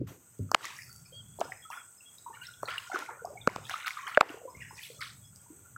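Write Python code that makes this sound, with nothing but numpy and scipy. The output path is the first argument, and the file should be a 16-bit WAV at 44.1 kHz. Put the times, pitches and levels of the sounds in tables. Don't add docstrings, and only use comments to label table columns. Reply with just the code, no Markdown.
import sys
import numpy as np
from scipy import signal
from scipy.fft import rfft, irfft, next_fast_len
from scipy.io import wavfile
from scipy.ndimage import uniform_filter1d, map_coordinates

SR = 44100
rng = np.random.default_rng(int(sys.argv[2]) if len(sys.argv) > 2 else 0)


def transcribe(signal):
    frames = np.atleast_2d(signal).T
    limited = np.clip(frames, -1, 1)
    pcm = np.round(limited * 32767).astype(np.int16)
    wavfile.write(sys.argv[1], SR, pcm)


N = 254456
FADE_IN_S = 0.074

# (time [s], level [dB], low edge [Hz], high edge [Hz], rise [s], t60 [s], spray re level [dB])
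WATER_SHEETS = [(.003, -33, 152, 540, 0.012, 0.064, -51.5), (.07, -56.5, 150, 621, 0.036, 0.5, -26),
                (0.599, -40, 1007, 5980, 0.046, 0.36, -17.5), (0.702, -50, 1294, 3205, 0.078, 0.57, -13),
                (1.392, -38.5, 331, 1430, 0.0098, 0.3, -23.5), (1.52, -49, 1467, 2674, 0.0015, .3, -19),
                (1.7, -41, 883, 3370, 0.013, 0.35, -16), (2.259, -48.5, 725, 1387, 0.0058, 0.44, -24),
                (2.317, -50, 1600, 4830, 0.02, 0.47, -28.5), (2.411, -48, 1296, 5400, 0.016, 0.33, -15.5),
                (2.667, -36, 909, 4610, .014, 0.53, -23.5), (2.929, -39, 250.5, 3554, 0.015, .3, -21),
                (3.078, -46, 489.4, 2370, 0.018, 0.53, -28.5), (3.239, -49.5, 408, 1212, 0.02, 0.48, -29.5),
                (3.625, -46, 2013, 5606, 0.026, 0.8, -13.5), (3.691, -41.5, 919, 3615, .012, 0.84, -20.5),
                (3.858, -36.5, 1012, 6700, 0.005, 0.23, -14), (3.96, -43, 896, 3000, 0.016, 0.77, -21.5),
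                (4.055, -42, 790, 3590, 0.018, .4, -17.5), (4.282, -47.5, 497, 3500, 0.016, .5, -17.5),
                (4.47, -58.5, 700, 1390, 0.035, .5, -28.5), (4.498, -57, 1958, 6040, .06, 0.66, -21.5),
                (4.595, -47.5, 1215, 3000, 0.015, .5, -24.5),
                (4.729, -48.5, 1730, 3203, 0.041, 0.67, -15.5), (4.788, -50, 2920, 8030, 0.046, 0.57, -8.5),
                (4.998, -36.5, 1166, 6000, 0.015, .3, -20.5)]


def amp(db):
    return np.exp(np.asarray(db) * (np.log(10) / 20))


def unit(x):
    return x / np.sqrt(np.mean(x ** 2) + 1e-20)


def along(points, hz):
    knots_hz, values = np.transpose(points)
    return np.interp(np.log(hz + 1), np.log(knots_hz + 1), values)


def curves(rows):
    times, *columns = np.transpose(rows)
    return [np.interp(np.arange(N) / SR, times, column) for column in columns]


def wobble(rate):
    knots = rng.standard_normal(int(N * rate / SR) + 4)
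    return map_coordinates(knots, [np.arange(N) * rate / SR])


def band(lo_hz, hi_hz):
    return lambda hz: 1 / (1 + (lo_hz / (hz + 1)) ** 6) / (1 + (hz / hi_hz) ** 6)


def filtered(x, response):
    size = next_fast_len(N + 8192)
    return irfft(rfft(x, size) * response(np.fft.rfftfreq(size, 1 / SR)), size)[..., :N]


def noise(response):
    return filtered(rng.standard_normal(N), response)


def narrow(centre_hz, width_hz):
    return unit(noise(lambda hz: 1 / (1 + (2 * (hz - centre_hz) / width_hz) ** 2)))


def add(track, s, sound):
    part = track[round(s * SR):][:len(sound)]
    part += sound[:len(part)]


def swell(t, rise, t60):
    return amp(-60 * np.abs(t - rise) / t60) * np.clip(t / rise, 0, 1) ** 2


def ring(t, hz, t60, glide=0):
    attack = 1 - np.exp(-t * hz * 1.6)
    phase = 2 * np.pi * hz * (t + glide * t * t / (2 * t60))
    return attack * amp(-60 * t / t60) * np.sin(phase)


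def swarm(lo_hz, hi_hz, rate, cycles, scatter_db):
    when, size, strength = rng.random((int(rate * N / SR), 3)).T
    hz = lo_hz * (hi_hz / lo_hz) ** size
    gain = amp(-scatter_db * np.log(strength + 0.015))
    life = (1.15 * cycles / hz * SR).astype(int)
    age = np.arange(life.sum()) - np.repeat(np.cumsum(life) - life, life)
    start, hz, gain = (np.repeat(v, life) for v in ((when * N).astype(int), hz.astype(np.float32), gain))
    grains = gain * ring((age / SR).astype(np.float32), hz, 2 * cycles / hz, glide=0.1)
    return unit(np.bincount(start + age, grains, N)[:N])


def wind():
    spectrum = [(12, -72.5), (20, -33.5), (113, -5.5), (206, -19), (282, -25), (319, -41.5), (400, -21.5),
                (520, -51), (880, -120)]
    strength = [(0.0, -43.5), (0.22, -76), (1.04, -65), (1.53, -66.5), (1.72, -79), (2.14, -75),
                (2.62, -65), (2.99, -76), (3.18, -69), (3.41, -65), (3.58, -54.5), (3.84, -76.5),
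                (4.13, -74), (4.31, -67.5), (4.52, -74), (4.55, -59.5), (4.84, -72.5), (4.9, -66),
                (5.11, -65.5), (5.45, -68.5), (5.77, -65.5)]
    rumble = unit(noise(lambda hz: amp(along(spectrum, hz))))
    gusts_db = 10 * np.abs(wobble(4)) ** 0.19
    return amp(curves(strength)[0] + gusts_db) * rumble


def splashes():
    out, t = np.zeros(N), np.arange(SR // 2) / SR
    patter = swarm(1000, 7000, rate=2000, cycles=20, scatter_db=4)
    patter += 0.9 * swarm(250, 1500, rate=220, cycles=18, scatter_db=3)
    patter += amp(-12) * rng.standard_normal(N)
    hz = np.fft.rfftfreq(len(t), 1 / SR)
    for s, db, lo, hi, rise, t60, _ in WATER_SHEETS:
        excerpt = patter[round(s * SR):][:len(t)]
        drops = unit(irfft(rfft(excerpt) * band(lo, hi)(hz), len(t)))
        add(out, s, amp(db) * swell(t, rise, t60) * drops)
    return out


def wading():
    flow = [(0.0, -74.5, -81), (0.18, -79.5, -78), (0.46, -77.5, -78), (0.69, -46.5, -68.5),
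            (0.9, -63, -58), (1.16, -65, -66.5), (1.64, -65, -65.5), (2.1, -69.5, -64.5),
            (2.71, -55.5, -64.5), (2.83, -54, -59), (2.97, -42, -69.5), (3.18, -61.5, -74.5),
            (3.39, -58, -76), (3.91, -51.5, -71.5), (4.1, -53, -72.5), (4.4, -62.5, -73.5),
            (4.72, -54, -60.5), (4.92, -60, -67), (5.16, -69, -62.5), (5.77, -78, -70.5)]
    # (time [s], level [dB], t60 [s])
    gurgles = [(.53, -42.5, 0.39), (0.649, -68.5, 0.42), (1.397, -41, 0.17), (2.27, -61, 0.8),
               (2.628, -48, 0.34), (2.911, -48, 0.31), (2.978, -39.5, 0.15), (3.085, -47.5, 0.34),
               (3.25, -52, 0.68), (3.472, -38.5, 0.26), (3.571, -49, 0.16), (3.72, -59, 0.56),
               (4.05, -53, 0.81), (4.182, -34.5, 0.52), (4.21, -30, 0.14), (4.288, -49.5, 0.12),
               (4.439, -55.5, 0.79), (4.7, -51.5, 0.24), (4.9, -64, 0.37), (5.5, -61, 0.43)]
    # (lowest [Hz], highest [Hz], rate [1/s], life [cycles])
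    size_classes = [(267, 2600, 490, 5.2), (830, 3900, 1600, 11), (3960, 8000, 1200, 5.5),
                    (8800, 15000, 3300, 1.5)]
    out, t = np.zeros(N), np.arange(SR // 2) / SR
    slosh_db, spray_db = curves(flow)
    slosh, spray = amp(slosh_db), amp(spray_db - 1.5)
    gurgle = np.full(N, amp(-78))
    for s, db, t60 in gurgles:
        add(gurgle, s, amp(db) * swell(t, rise=0.0081, t60=t60))
    for s, db, _, _, rise, t60, thrown_db in WATER_SHEETS:
        add(spray, s, amp(db + thrown_db) * swell(t, rise, t60))
    froth = np.sqrt(slosh * spray) * amp(1.5)
    for envelope, (lo, hi, rate, cycles) in zip([gurgle, slosh, froth, spray], size_classes):
        foam = amp(-4) * unit(noise(band(lo, hi)))
        bubbles = filtered(swarm(lo, hi, rate, cycles, scatter_db=7.5), band(lo, hi))
        flutter = amp(1.2 * np.clip(wobble(25), -2, 2))
        out += envelope * flutter * unit(bubbles + foam)
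    return out


def drips():
    # (lowest [Hz], highest [Hz], rate [1/s], life [cycles], level [dB])
    drops = (897, 4197.5, 65.5, 24, -65)
    lo, hi, rate, cycles, db = drops
    return amp(db) * swarm(lo, hi, rate, cycles, scatter_db=2)


def rain():
    spectrum = [(200, -52.5), (570, -45.5), (1150, -43), (1800, -47), (2650, -48.5), (4200, -55),
                (5200, -62), (6000, -51.5), (10800, -62), (13400, -51.5), (15000, -63.5), (15700, -69.5)]
    hiss = noise(lambda hz: amp(along([(100, -105.5)] + spectrum, hz)))
    return hiss * amp(0.6 * wobble(8) + 1.2 * wobble(40))


def insects():
    call_band = (8050, 840)
    chorus = [(.1, -71), (.27, -60), (.58, -61), (1.3, -57.5), (1.93, -55.5), (2.43, -57.5), (3.49, -59.5),
              (3.87, -58.5), (4.25, -62), (5.0, -56.5), (5.77, -57)]
    return amp(curves(chorus)[0] + 0.6 * wobble(4.2) + 1.4 * wobble(150)) * narrow(*call_band)


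def murmur():
    voices = [(1420, 130), (3350, 78), (4580, 130), (5150, 57)]
    levels = [(.1, -70, -72.5, -71.5, -71), (.45, -58.5, -71.5, -73, -67), (.9, -58, -69.5, -66.5, -70),
              (1.3, -56, -67.5, -67, -67), (1.85, -56, -70.5, -70.5, -67.5), (2.15, -59, -71.5, -70, -65.5),
              (2.5, -54, -68, -70.5, -66.5), (2.85, -52.5, -68, -73.5, -69),
              (3.299, -55.5, -69.5, -72.5, -74.5), (4.5, -56, -69, -71.5, -68.5),
              (5.2, -62.5, -63, -71, -68), (5.4, -55, -71, -68, -68), (5.77, -60, -71.5, -74, -74)]
    return sum(amp(db + 2.85 * wobble(35) + 1.2 * wobble(6.6)) * narrow(hz, width)
               for (hz, width), db in zip(voices, curves(levels)))


def ticks():
    impacts = [(0.389, -33.5), (0.5164, -22), (0.5465, -20.5), (0.6545, -25.5), (.783, -38), (0.8074, -43),
               (0.8934, -35), (0.9283, -35), (0.9622, -30.5), (1.0294, -45), (1.1364, -43.5), (1.285, -40),
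               (1.3957, -30), (1.4067, -26.5), (1.703, -27.5), (2.1505, -39.5), (2.1844, -30.5),
               (2.4688, -32), (2.6309, -26), (2.677, -35), (2.7044, -31.5), (2.7841, -27.5), (2.803, -40),
               (2.9014, -32), (2.9333, -45.5), (2.9512, -36.5), (2.9905, -25), (3.0045, -36.5),
               (3.2535, -30.5), (3.3044, -37.5), (3.4741, -28), (3.4987, -34), (3.5613, -26.5),
               (3.6423, -37.5), (3.6682, -34), (3.6965, -28.5), (3.8014, -38), (3.8474, -41.5),
               (3.8691, -29), (3.8822, -26.5), (4.0196, -40), (4.0598, -38.5), (4.0801, -32.5),
               (4.1481, -32), (4.2076, -22.5), (4.2926, -39.5), (4.3051, -32.5), (4.8266, -35.5),
               (5.0075, -33), (5.0324, -34), (5.3607, -31.5)]
    faint_per_s, t60 = 25, 0.004
    out, t = np.zeros(N), np.arange(SR // 50) / SR
    when, size = rng.random((int(faint_per_s * N / SR), 2)).T
    faint_s = FADE_IN_S + when * (N / SR - FADE_IN_S)
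    faint_db = -51 - 4 * np.log(size + 0.1)
    spike = 4.1 * (t == 0)
    for s, db in [*impacts, *zip(faint_s, faint_db)]:
        crackle = amp(-60 * t / t60) * rng.standard_normal(len(t))
        add(out, s, amp(db) * (spike + crackle))
    return filtered(out, lambda hz: band(3550, 7514)(hz) + amp(-7.5) * band(9000, 15200)(hz))


def plops():
    pockets = [(.118, -29, 304, 0.0088), (0.493, -31.5, 1320, 0.012), (0.653, -22, 1980, 0.0057),
               (0.705, -39.5, 950, 0.0283), (0.788, -36, 1914, 0.033), (0.895, -35.5, 1406, 0.03),
               (0.955, -40, 1348, 0.0422), (1.054, -43.5, 2370, 0.022), (1.123, -41.5, 503, 0.033),
               (1.389, -19.5, 687, 0.0046), (1.453, -32, 510, 0.019), (1.495, -40, 756, 0.091),
               (1.521, -23, 1910, 0.009), (1.653, -38, 1296, 0.062), (1.703, -28.5, 940, 0.018),
               (1.731, -31.5, 1320, 0.027), (1.775, -34, 1402, 0.051), (2.007, -42, 2670, 0.021),
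               (2.183, -42.5, 3825, 0.016), (2.264, -33.5, 957, 0.06), (2.278, -37, 995, 0.0404),
               (2.305, -36, 913, 0.051), (2.33, -44, 1784, .04), (2.369, -38.5, 1455, 0.068),
               (2.416, -39.5, 2820, 0.046), (2.419, -35.5, 1466, 0.053), (2.455, -41.5, 3700, 0.0095),
               (2.469, -35.5, 5330, 0.019), (2.538, -38.5, 3350, 0.012), (2.657, -31, 4240, 0.0099),
               (2.685, -30, 1357, 0.058), (2.758, -31, 1730, 0.019), (2.781, -21.5, 2860, 0.017),
               (2.9, -32.5, 754, 0.032), (2.917, -27.5, 1410, 0.034), (2.932, -29, 760, 0.0398),
               (2.946, -25, 1480, 0.0412), (2.959, -16, 1325, 0.01198), (2.97, -24.5, 1460, .015),
               (3.023, -32, 1383, 0.059), (3.09, -30, 902, 0.037), (3.22, -39, 470, 0.072),
               (3.248, -25.5, 705, 0.032), (3.304, -39, 598, 0.078), (3.356, -38.5, 726, 0.068),
               (3.375, -37.5, 2216, 0.037), (3.415, -36.5, 3540, 0.017), (3.499, -30.5, 1000, 0.025),
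               (3.696, -17, 1550, 0.0049), (3.712, -32, 758, 0.0276), (3.741, -20.5, 1253, 0.026),
               (3.847, -29.5, 1470, 0.025), (3.871, -23.5, 1283, 0.026), (3.88, -10.5, 2270, 0.0026),
               (3.907, -21.5, 2180, 0.0093), (3.972, -26.5, 1217, 0.03), (4.03, -37.5, 1107, 0.143),
               (4.074, -31, 1700, 0.017), (4.148, -24.5, 2900, 0.0085), (4.219, -18.5, 600, .02),
               (4.293, -28, 2770, 0.0094), (4.304, -37.5, 1424, 0.048), (4.369, -44, 460, 0.086),
               (4.434, -43.5, 470, 0.121), (4.453, -32, 531, 0.0565), (4.478, -40.5, 990, 0.14),
               (4.549, -40, 2120, 0.0403), (4.604, -40, 2450, .027), (4.62, -36, 1920, 0.045),
               (4.649, -43, 1900, 0.071), (4.708, -40.5, 870, 0.038), (4.782, -37, 2420, 0.014),
               (4.902, -38, 483, 0.039), (4.992, -41, 1264, 0.0669), (5.024, -34, 1375, 0.048),
               (5.33, -40.5, 1413, 0.041), (5.462, -42, 924, 0.03), (5.503, -40, 301, 0.067),
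               (5.763, -26.5, 1387, 0.0124)]
    out, t = np.zeros(N), np.arange(SR // 8) / SR
    for (s, db, hz, t60), (detune, lag) in zip(pockets, rng.random((len(pockets), 2))):
        onset = np.sin(np.pi / 2 * np.clip(t / (0.1 * t60), 0, 1)) ** 2
        add(out, s - 0.054 * t60, amp(db + 3.5) * onset * ring(t, hz, t60, glide=0.0076))
        again_s = s + min(0.035, 0.7 * t60) * (0.24 + lag)
        again_hz = hz * (0.9 + 0.22 * detune)
        add(out, again_s, amp(db - 3.5) * onset * ring(t, again_hz, 0.75 * t60, glide=0.015))
        click = rng.standard_normal(len(t)) * amp(-60 * t / 0.0081)
        add(out, s + 0.0019, amp(db - 25) * click)
    return out


def heel_thud():
    # (level [dB], push [Hz], t60 [s], knock [Hz], knock re level [dB], squelch re level [dB])
    impact = (-22.5, 98.5, 0.26, 391.5, -9, -10.5)
    db, push_hz, t60, knock_hz, knock_db, squelch_db = impact
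    contact_s = 0.394
    out, t = np.zeros(N), np.arange(SR // 4) / SR
    add(out, contact_s + 0.005, amp(db) * ring(t, push_hz, t60))
    add(out, contact_s, amp(db + knock_db) * ring(t, knock_hz, t60=0.048))
    mud = unit(noise(band(91, 260)))[:len(t)]
    add(out, contact_s, amp(db + squelch_db - 60 * t / 0.31) * mud)
    return out


def sole_slaps():
    # (time [s], level [dB], cavity [Hz], cavity t60 [s], smack [Hz],
    # smack re level [dB], crack re level [dB], spread [s], thump re level [dB])
    landings = [(0.5158, -9.5, 910, 0.0052, 1106, 0.5, -9, 0.00064, -23),
                (0.545, -4, 650, 0.0085, 1286, 5.5, 3, 0.0022, -43),
                (1.41, -12, 668, 0.023, 903, -2, -15.5, 0.0026, -27.5),
                (2.63, -18, 593, 0.015, 1105, 5, -9.5, 0.0013, -44),
                (3.474, -4, 484, 0.014, 1340, 4, 0.5, 0.00058, -3),
                (3.558, -13, 646, 0.0052, 1100, -3.5, -16.5, 0.0032, -15),
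                (4.1718, -4.5, 595, 0.043, 1550, 8, -13, 0.002, -34),
                (4.2086, 4.5, 720, 0.012, 1247, 7, -0.5, 0.0014, -28)]
    out, cracks, t = np.zeros(N), np.zeros(N), np.arange(SR // 8) / SR
    for s, db, cavity_hz, t60, smack_hz, smack_db, crack_db, spread, thump_db in landings:
        tearing = np.exp(-3 * (t / spread - 1) ** 2)
        add(cracks, s, amp(db + crack_db) * tearing * rng.standard_normal(len(t)))
        add(out, s + spread, amp(db + thump_db) * ring(t, hz=260, t60=0.016))
        add(out, s + 1.1 * spread, amp(db + smack_db) * ring(t, smack_hz, t60=0.0069))
        add(out, s + 1.3 * spread, amp(db) * ring(t, cavity_hz, t60, glide=0.027))
    return out + filtered(cracks, lambda hz: band(1500, 3600)(hz) + amp(-14.5) * band(5400, 7000)(hz)
                          + amp(-23.5) * band(400, 8000)(hz) + amp(-34) * band(9500, 14500)(hz))


def bird():
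    # (time [s], length [s], first pitch [Hz], pitch when loudest [Hz], level [dB])
    whistles = [(1.113, .11, 3160, 3300, -49), (1.619, 0.04, 3150, 3334, -54),
                (1.698, 0.14, 3438, 3370, -57), (2.035, 0.072, 3236, 3356, -54.5),
                (4.886, 0.063, 3326, 3287, -68), (5.122, 0.03, 3310, 3360, -61.5),
                (5.199, 0.06, 3370, 3340, -59)]
    peak_fraction, drop_hz = 0.72, 200
    out = np.zeros(N)
    for s, length, first_hz, peak_hz, db in whistles:
        progress = np.arange(int(length * SR)) / (length * SR)
        pitch = np.interp(progress, [0, peak_fraction, 1], [first_hz, peak_hz, peak_hz - drop_hz])
        envelope = amp(-9 * np.abs(progress - peak_fraction)) * signal.windows.tukey(len(progress), 0.3)
        tone = np.sqrt(2) * np.sin(2 * np.pi * np.cumsum(pitch) / SR)
        add(out, s, amp(db) * envelope * tone)
    return out


def scene():
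    background = drips() + rain() + insects() + murmur()
    foreground = wind() + sole_slaps() + heel_thud() + plops() + ticks() + splashes()
    fade_in = amp(-22 * np.clip((FADE_IN_S - np.arange(N) / SR) / 0.0093, 0, 1))
    return (foreground + bird() + fade_in * (wading() + background))[None]


def noise_suppressor(x, margin_db, release_s):
    deepest_cut = [(150, -2), (500, -14), (1000, -18), (5300, -21), (6300, -4), (9000, -4), (10800, -12),
                   (12000, -11), (13500, -6)]
    hz, t, spectra = signal.stft(x, SR, nperseg=512, noverlap=384)
    power = uniform_filter1d(np.abs(spectra) ** 2, size=2, axis=0)
    power = np.abs(uniform_filter1d(power, size=5, axis=1, origin=2))
    quiet = np.percentile(power, 25, axis=1, keepdims=True)
    opening = np.clip(1 - amp(margin_db) ** 2 * quiet / (power + 1e-20), 0, 1)
    opening[:, t < 0.0043] = 1
    for k in range(1, len(t)):
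        opening[:, k] = np.maximum(opening[:, k], opening[:, k - 1] - t[1] / release_s)
    gain = amp(along(deepest_cut, hz)[:, None] * (1 - opening) ** 3)
    return signal.istft(spectra * gain, SR, nperseg=512, noverlap=384)[1][:N]


def gain_control(x, knee_db, recovery_s):
    pole = np.exp(-1 / (recovery_s * SR))
    delayed_power = np.pad(x ** 2, (SR // 200, 0))[:N]
    mean_power = signal.lfilter([1 - pole], [1, -pole], delayed_power)
    return x / (1 + mean_power / amp(knee_db) ** 2) ** 0.32


def record(dry):
    bass_hz, top_hz = 45, 15880
    heard = filtered(dry[0], lambda hz: (1j * hz / (bass_hz + 1j * hz)) ** 3)
    ducked = noise_suppressor(heard, margin_db=8, release_s=0.18)
    compressed = gain_control(ducked, knee_db=-33, recovery_s=0.021)
    return filtered(compressed[None], lambda hz: hz < top_hz)


dry = scene()
out = record(dry)
transcribe(out)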